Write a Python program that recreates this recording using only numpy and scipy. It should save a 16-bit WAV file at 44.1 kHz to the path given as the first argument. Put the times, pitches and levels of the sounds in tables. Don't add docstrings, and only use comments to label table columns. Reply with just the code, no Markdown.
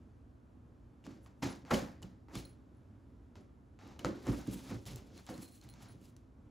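import sys
import numpy as np
from scipy import signal
from scipy.fft import rfft, irfft, next_fast_len
from scipy.io import wavfile
from scipy.ndimage import uniform_filter1d

SR = 44100
rng = np.random.default_rng(int(sys.argv[2]) if len(sys.argv) > 2 else 0)


def boost(x):
    u = np.asarray(x, float) / 20
    return 10 ** u


def generate_wav(signal):
    frames = np.transpose(np.atleast_2d(signal))
    scaled = np.clip(frames, -1, 1) * 32767
    pcm = np.round(scaled).astype(np.int16)
    wavfile.write(sys.argv[1], SR, pcm)


N = 286984
T = np.arange(N) / SR


def unit(x, lo_hz=0, hi_hz=SR / 2):
    size = next_fast_len(len(x), True)
    power = np.abs(rfft(x, size)) ** 2
    in_band = power[int(lo_hz * size / SR):int(hi_hz * size / SR)].sum()
    return x * np.sqrt(len(x) * size / (2 * in_band))


def colour(x, table):
    size = 4096
    hz, db = np.transpose(table)
    bin_hz = np.arange(size // 2 + 1) * SR / size
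    cepstrum = irfft(np.log(boost(np.interp(np.log(bin_hz + 1), np.log(hz), db))))
    cepstrum[1:size // 2] *= 2
    cepstrum[size // 2 + 1:] = 0
    impulse = irfft(np.exp(rfft(cepstrum)))
    return signal.fftconvolve(x, impulse)[:len(x)]


def grit(scatter_db):
    return rng.standard_normal(N) * boost(scatter_db * rng.exponential(size=N))


def walk(rate):
    return np.interp(T * rate, np.arange(1000), rng.standard_normal(1000))


def ring(times, gains, modes):
    out = np.zeros(N)
    for (hz, db, t60), gain in zip(modes, np.transpose(gains)):
        blows = np.zeros(N, complex)
        blows[(np.asarray(times) * SR).astype(int)] = gain
        pole = np.exp(2j * np.pi * hz / SR - np.log(1000) / (t60 * SR))
        out += boost(db) * signal.lfilter([1], [1, -pole], blows).imag
    return out


SWELL_DB = 20


def movement(s, swell, hold, db, fade_db):
    swell, hold = np.abs(swell) + 1e-4, np.abs(hold)
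    s, swell, hold, db = (np.reshape(column, (-1, 1)) for column in (s, swell, hold, db))
    coarse = T[::44]
    rise_db = SWELL_DB * np.maximum(s - coarse, 0) / swell
    fall_db = fade_db * np.maximum(coarse - s - hold, 0)
    gain = uniform_filter1d(boost(db - rise_db - fall_db), size=3, axis=1)
    return np.array([np.interp(T, coarse, g) for g in gain])


def together(gains):
    return np.sqrt(np.sum(gains ** 2, axis=0))


# pitch_hz, level_db, t60_s (decay after a blow)
SHEET = [(56, 2.5, 0.39), (89.5, -2, 0.082), (123.2, 2.5, 0.097), (187.9, -3, 0.15), (218, -3, 0.079),
         (270.5, 1.5, 0.075), (331.3, -2.5, 0.07), (395, -6.5, 0.049), (511, -1.5, 0.068),
         (560, -5.5, 0.053), (717, -4, 0.042), (760, -19, 0.1), (980, -3, 0.046), (1100, -12, 0.044),
         (1338, -12, .04)]


def patch(patch_hz):
    octaves = np.log2(np.array(SHEET)[:, 0] / np.reshape(patch_hz, (-1, 1)))
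    return boost(-11.0 * np.abs(octaves))


# frequency_hz, relative_level_db
HUM = [(20, -18.5), (35, -11), (60, 1.5), (120, -2.5), (160, -11.5), (250, -5), (400, -17.5), (700, -25.5),
       (1300, -31), (2000, -39.5), (5000, -48.5), (10000, -51), (14000, -60.5), (17000, -60)]
HUM_DB = -58.5


def hum():
    return unit(colour(rng.standard_normal(N), HUM)) * boost(HUM_DB + 1.0 * walk(2.55))


def crackle(rate):
    out = 0
    for hz in np.geomspace(1400, 9500, num=5):
        grains = grit(2.6) * (rng.random(N) < rate / SR)
        out = out + signal.lfilter(*signal.iirpeak(hz, 2.5, SR), grains)
    return unit(out)


# full_strength_s, swell_s, hold_s, drag_db, creak_over_drag_db (pressure)
SCUFFS = [(1.046, 0.0035, 0.012, -68.5, 3.5), (1.064, 0.022, 0.075, -73, 1), (1.265, 0.014, .005, -75.5, 6),
          (1.426, 0.0041, 0.01, -46.5, 2), (1.659, .003, .04, -69.5, 9), (1.71, 0.006, .002, -48.5, 11.5),
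          (1.741, 0.014, 0.0031, -44, -2.5), (2.025, 0.0032, 0.0018, -68, 3),
          (2.284, 0.0014, 0.07, -80, 13.5), (2.353, 0.028, .003, -53, -1.5),
          (3.356, 0.0035, .002, -70.5, 5.5), (3.792, .004, 0.13, -71, 5), (3.992, .003, 0.0027, -60.5, 1),
          (4.054, 0.0028, .002, -55.5, 7), (4.163, 0.041, 0.11, -69.5, -1), (4.278, 0.039, .005, -57.5, 7),
          (4.326, .05, 0.1, -64, 1), (4.467, 0.0065, 0.03, -61.5, -1.5), (4.528, .04, 0.067, -64, -1),
          (4.695, 0.12, 0.034, -59, 1), (4.863, 0.005, 0.04, -58, -4.5), (4.964, .008, 0.012, -65, -0.5),
          (5.177, 0.17, .005, -65.5, -3), (5.269, .004, .02, -63, 0.5), (5.293, 0.012, 0.018, -62, 2.5),
          (5.376, .08, 0.055, -68.5, -1), (5.532, 0.11, 0.097, -80, -7.5), (5.624, .004, 0.0017, -68, -2.5),
          (5.69, 0.096, 0.076, -75, 2.5), (5.812, .1, 0.079, -69.5, 1.5), (6.049, 0.11, .005, -74.5, -5.5),
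          (6.168, 0.015, 0.0018, -83, -4)]
# frequency_hz, relative_level_db
DRAG = [(1000, -37.5), (2200, 2.5), (4000, 3), (6500, 0.5), (9000, -11.5), (13000, -43)]
# frequency_hz, relative_level_db
CREAK = [(300, -27.5), (700, 2), (1300, -3), (2200, -8), (4000, -31.5)]
SCUFF_FADE_DB, CREAK_FADE_DB = 170, 153


def scuff(patchy):
    s, swell, hold, db, pressure_db = np.transpose(SCUFFS)
    dragging = together(movement(s, swell, hold, db, SCUFF_FADE_DB))
    creaking = together(movement(s, swell, hold, db + pressure_db, CREAK_FADE_DB))
    drag = unit(colour(grit(2.34), DRAG)) * boost(0.83 * patchy) + boost(-10.5) * crackle(300)
    creak = colour(grit(2.3), CREAK) * boost(2.2 * walk(45) + 0.8 * walk(130))
    return unit(drag, 2500, 7200) * dragging + unit(creak, 700, 2200) * creaking


# full_strength_s, swell_s, hold_s, level_db
BRUSHES = [(1.245, 0.044, .015, -82.5), (1.455, 0.065, .003, -76), (1.716, 0.023, .002, -63),
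           (4.065, 0.024, .002, -71), (4.254, 0.1, 0.18, -72), (4.536, 0.08, 0.0022, -60.5),
           (4.715, 0.14, .005, -64.5), (5.302, 0.042, .003, -61.5), (5.422, 0.048, .003, -70)]
# frequency_hz, relative_level_db
FUR = [(5000, -9.5), (8500, -1), (11000, -2), (13000, -8.5), (16000, -8.5)]
BRUSH_FADE_DB = 190
PAW_FUR_DB, FUR_PER_PRESSURE = -14, -1.84


def brush(patchy):
    s, swell, hold, db, pressure_db = np.transpose(SCUFFS)
    paw_db = db + PAW_FUR_DB + FUR_PER_PRESSURE * pressure_db
    paw_fur = movement(s, swell, hold, paw_db, BRUSH_FADE_DB)
    long_fur = movement(*np.transpose(BRUSHES), BRUSH_FADE_DB)
    fur = colour(grit(0.96), FUR) * boost(4.0 * patchy)
    return unit(fur, 10200, 12200) * together(np.vstack([paw_fur, long_fur]))


# full_strength_s, swell_s, hold_s, level_db, patch_hz
BENDS = [(1.068, .04, 0.057, -52.5, 218), (1.276, 0.022, .05, -62.5, 129),
         (1.425, 0.0048, 0.047, -40.5, 252), (1.645, .004, .002, -57, 248), (1.711, .003, 0.011, -34, 560),
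         (1.748, 0.03, 0.027, -40, 254), (2.024, .006, 0.0022, -49.5, 188), (2.363, 0.07, .003, -44.5, 266),
         (3.383, 0.046, 0.031, -56.5, 186), (3.836, 0.038, 0.12, -57, 204), (3.999, .02, 0.029, -51.5, 255),
         (4.047, 0.0025, 0.0036, -32, 324), (4.276, 0.023, 0.042, -37.5, 266),
         (4.474, 0.0054, 0.12, -48.5, 194), (4.722, 0.055, 0.0025, -41, 155),
         (4.866, 0.015, 0.092, -47.5, 96), (5.16, 0.27, .005, -54.5, 202), (5.294, 0.015, 0.01, -52, 800),
         (5.296, .008, 0.02, -51, 258), (5.38, 0.04, 0.038, -59, 199), (5.655, 0.034, 0.35, -60.5, 105),
         (6.08, 0.086, 0.064, -64, 80.6)]
# frequency_hz, relative_level_db
FLEX = [(40, -1), (100, 0.5), (330, -3.5), (600, -8.5), (1200, -43), (4000, -56)]
BEND_FADE_DB = 158.5


def bend():
    shake = unit(colour(grit(2.45) * boost(2.4 * walk(60)), FLEX))
    modes = []
    for hz, db, t60 in SHEET:
        resonance = signal.iirpeak(hz, np.sqrt(hz) * t60 * 5.1, SR)
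        modes.append(boost(db) * signal.lfilter(*resonance, shake))
    *shape, patch_hz = np.transpose(BENDS)
    rumbles = patch(patch_hz) @ np.array(modes)
    rumbles = rumbles / rumbles.std(axis=1, keepdims=True)
    return np.sum(rumbles * movement(*shape, BEND_FADE_DB), axis=0)


def motion():
    patchy = walk(70) + walk(28)
    return scuff(patchy) + brush(patchy) + bend()


# start_s, level_db, ring_hz, brightness_db_per_octave, ringing_share (0-1)
CRACKS = [(1.041, -50, 2820, -1, 0.5), (1.066, -41.5, 1500, -4, 0.05), (1.2466, -69, 902, 2, 0),
          (1.2619, -44, 1090, -3, 0.4), (1.4243, -33, 1300, -5.5, 0.1), (1.435, -31.5, 3220, -2, 0.8),
          (1.651, -44, 940, -6, 0.1), (1.7116, -16, 1300, -6, 0.57), (1.698, -42, 1410, -6, 0.6),
          (1.739, -30, 1390, -7, 0), (1.7433, -28, 3000, -2, 1), (1.7934, -29, 1100, 2, 0.3),
          (2.02, -44, 1000, 6, 0.5), (2.026, -45, 7300, 1, 0.05), (2.0294, -38, 2940, 2, 0.57),
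          (2.0315, -44, 4400, 5, .3), (2.285, -55, 890, -8, 0.6), (2.3542, -29, 1180, 4, 0.33),
          (2.356, -46, 4600, 5, .6), (2.3604, -43, 3550, 11, 0.8), (2.7494, -66, 956, 0, 0.15),
          (3.356, -41.5, 940, -5.5, 0.4), (3.79, -47, 950, -3, 0.14), (3.993, -34, 2980, 3, 0.47),
          (4.0474, -17.5, 1310, -4.5, 0.32), (4.056, -32, 1040, -3.5, 0.1), (4.2694, -31.5, 1000, -3.5, 0),
          (4.297, -32, 1100, -8, 0.6), (4.3454, -42, 2960, -6, 0.1), (4.413, -44, 6800, 8, 0.2),
          (4.473, -40, 1960, 6, 0.1), (4.528, -47, 3500, 2, .2), (4.535, -45, 920, -3, 0.7),
          (4.703, -44, 3600, 1, .3), (4.712, -36, 1100, -7, .5), (4.8552, -41, 2900, 2, 0.1),
          (4.959, -37, 1070, 7, 0), (5.178, -43, 4180, 3.5, 0.2), (5.266, -39, 3130, 5, 0.2),
          (5.2909, -32, 880, -10, 0.24), (5.379, -42.5, 1110, 5, 0.05), (5.4197, -61, 4190, -16, 0.4),
          (5.614, -48, 4300, 3, 0.26), (5.6385, -49, 5900, 10, 0.3), (5.6892, -44, 4160, 5, 0.2),
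          (5.739, -44.5, 940, 2, 0.3), (6.0141, -56, 2900, 11, 0.35), (6.055, -50, 4900, 6, 0.3),
          (6.1652, -49, 6000, 3, 0.27)]


def cracks():
    snaps, rings, t = np.zeros(N), np.zeros(N), T[:2048]
    splinters = rng.standard_normal((len(CRACKS), len(t)))
    for (s, db, hz, tilt_db, share), noise in zip(CRACKS, splinters):
        burst = noise * (np.exp(-t / .0005) + .12 * np.exp(-t / .006))
        tilt = [(250, -2 * tilt_db - 9.0), (500, -tilt_db), (1000, 0.022),
                (8000, 3 * tilt_db), (16000, 4 * tilt_db - 17.0)]
        burst = colour(burst, tilt)
        flute = np.sin(2 * np.pi * hz * t) * np.exp(-t / .0023) * (1 - np.exp(-t / .0006))
        share, at = np.clip(share, 0, 1), int(s * SR)
        snaps[at:at + len(t)] += boost(db) * (1 - share) * burst / np.abs(burst).max()
        rings[at:at + len(t)] += boost(db) * share * flute
    return snaps, rings


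# band_hz, t60_s
ROOM_T60 = [(150, 0.93), (600, 0.75), (2500, 0.86), (9000, 0.19)]
ROOM_DB = -15


def room(x):
    t, tail = T[:SR // 2], 0
    for hz, t60 in ROOM_T60:
        band_gain = [(hz / 4, -24), (hz / 2, 0), (hz * 2, 0), (hz * 4, -24)]
        band = colour(rng.standard_normal(len(t)), band_gain)
        tail = tail + unit(band) * np.sqrt(hz) * boost(-60 * t / t60)
    tail = tail * np.clip(t / 0.017, 0, 1)
    return signal.fftconvolve(x, tail / np.sqrt(np.sum(tail ** 2)))[:N]


# start_s, level_db, patch_hz (patch of sheet that is hit)
STEPS = [(1.068, -35, 247), (1.4265, -26, 725), (1.428, -23.5, 289), (1.4381, -32, 279), (1.4524, -27, 226),
         (1.47, -32, 620), (1.713, -22.5, 302), (1.7146, -17, 530), (1.7259, -15.5, 220), (1.748, -31, 302),
         (1.821, -29, 275), (2.037, -36, 186), (2.361, -35, 128), (4.053, -29.5, 164), (4.06, -20.5, 352),
         (4.281, -19, 273), (4.292, -24, 128), (4.329, -30.5, 260), (4.4, -35, 318), (4.4775, -21, 236),
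         (4.488, -37.5, 226), (4.534, -32, 262), (4.55, -32.5, 197), (4.709, -37, 296), (4.745, -39, 198),
         (4.79, -42, 93), (4.871, -42, 113), (5.294, -47, 257), (5.298, -28.5, 520), (5.317, -41, 250),
         (5.35, -40, 247), (5.383, -36, 220), (5.392, -41, 330), (5.422, -40, 330), (5.44, -46, 330),
         (5.951, -44, 124)]


def steps():
    s, db, patch_hz = np.transpose(STEPS)
    weights = patch(patch_hz) * boost(2.0 * rng.standard_normal((len(s), len(SHEET))))
    weights = weights / np.linalg.norm(weights, axis=1, keepdims=True)
    gains = boost(db[:, None]) * weights * (-1) ** np.arange(len(SHEET))
    pad = np.hanning(int(0.0023 * SR))
    return np.convolve(ring(s, gains, SHEET), pad / pad.sum())[:N]


# start_s, level_db, low_tones_over_high_db
BELL_HITS = [(2.371, -63, 11), (2.3884, -64, -1), (2.451, -60.5, 0), (2.4915, -71, 6), (5.17, -70, 10),
             (5.3406, -65.5, 11), (5.429, -72, 16), (5.444, -74, 15), (5.459, -73.5, 17), (5.521, -63, 3),
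             (5.578, -74, 8), (5.613, -77, 12), (5.698, -61.5, 1), (5.885, -62, -2)]
# pitch_hz, level_db, t60_s
BELL = [(4150, -5, .085), (4280, -8, .045), (6900, -12, .025), (10000, 0, .09), (15700, -3, .09)]
# start_s, level_db
TAG_HITS = [(1.2291, -75), (1.499, -58.5), (2.4902, -63.5), (2.7676, -84), (3.4067, -77), (5.4355, -67)]
# pitch_hz, level_db, t60_s
TAG = [(10800, 0, 0.13)]


def collar():
    s, db, low_db = np.transpose(BELL_HITS)
    low = np.array(BELL)[:, 0] < 8000
    tag_s, tag_db = np.transpose(TAG_HITS)
    out = ring(tag_s, boost(tag_db[:, None]), TAG)
    for bounce in range(3):
        chance = rng.standard_normal((len(s), len(BELL) + 1))
        weaker_db = 4.2 * bounce
        gains = boost(db[:, None] + low_db[:, None] * low - weaker_db + 2.0 * chance[:, 1:])
        out += ring(s + bounce * 0.018 * boost(1.2 * chance[:, 0]), gains, BELL)
    return out * boost(3.6 * walk(90))


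# start_s, end_s, ticks_per_s (typical), level_db
RAKES = [(3.81, 3.926, 85, -58), (3.953, 3.978, 85, -61)]
# pitch_hz, level_db, t60_s
FLUTES = [(851, 1, .025), (1170, -4, .02), (2640, -7, .007), (2880, -8, .006), (3870, -6, .008),
          (4880, -7, .006)]
TEAR_S = .003


def rake():
    out, t = 0, T[:512]
    for start, end, rate, db in RAKES:
        chance = rng.standard_normal((40, len(FLUTES) + 2))
        s = start + np.cumsum(boost(2.2 * chance[:, 0])) / rate
        gains = boost(db + 1.7 * chance[:, 1:2] + 1.4 * chance[:, 2:])
        out = out + ring(s, gains * (s < end)[:, None], FLUTES)
    tear = rng.standard_normal(len(t)) * np.exp(-t / TEAR_S)
    return signal.fftconvolve(out, tear / np.linalg.norm(tear))[:N]


# frequency_hz, level_db
UNALIKE = [(30, -28), (120, -22), (350, -14), (800, -8), (1400, -7), (2400, -13), (4000, -22), (7000, -21),
           (12000, -13)]
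NEAR_MS = [1.3, 3.1, 7.3, 13.7]


def unalike(x):
    for ms in NEAR_MS:
        echo = np.zeros(int(ms * SR / 1000) + 1)
        echo[0], echo[-1] = 1, -.6
        x = signal.lfilter(echo[::-1], echo, x)
    return colour(x, UNALIKE)


HUM_UNALIKE_DB = 5


def scene():
    snaps, rings = cracks()
    hits = snaps + steps() + rake()
    cats = motion() + hits + rings + collar() + boost(ROOM_DB) * room(hits)
    shared = cats + hum()
    side = unalike(cats) + boost(HUM_UNALIKE_DB) * colour(hum(), UNALIKE)
    return np.array([shared + side, shared - side])


def band_limit(x):
    return signal.sosfilt(signal.butter(12, 16510, fs=SR, output="sos"), x)


# frequency_hz, level_db
LEFT_OVER_RIGHT = [(60, -.2), (200, -2.2), (400, -1.5), (900, 0)]
# frequency_hz, phase_rad
LEFT_LEADS = [(0, 0), (780, .4), (2200, .15), (7300, 0), (7840, -1.2), (9130, -3.2), (10900, -6.1),
              (11500, -6.4), (12000, -7.4), (13000, -9.2), (13800, -9.8), (14800, -12.2), (16100, -12.8)]
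# frequency_hz, gain_db
TOP = [(20, -14), (32, -5), (45, 0), (15600, 0), (15800, -17), (16400, -24), (16700, -50)]


def record(dry):
    size = next_fast_len(N + 4096)
    hz = np.arange(size // 2 + 1) * SR / size
    lean_hz, lean_db = np.transpose(LEFT_OVER_RIGHT)
    lean_db = np.interp(np.log(hz + 1), np.log(lean_hz), lean_db)
    lead = np.interp(hz, *np.transpose(LEFT_LEADS))
    half = boost(lean_db / 2) * np.exp(.5j * lead)
    ports = irfft(rfft(dry, size) * np.array([half, 1 / half]), size)[:, :N]
    mix = np.array([colour(port, TOP) for port in ports])
    return band_limit(mix)


dry = scene()
out = record(dry)
generate_wav(out)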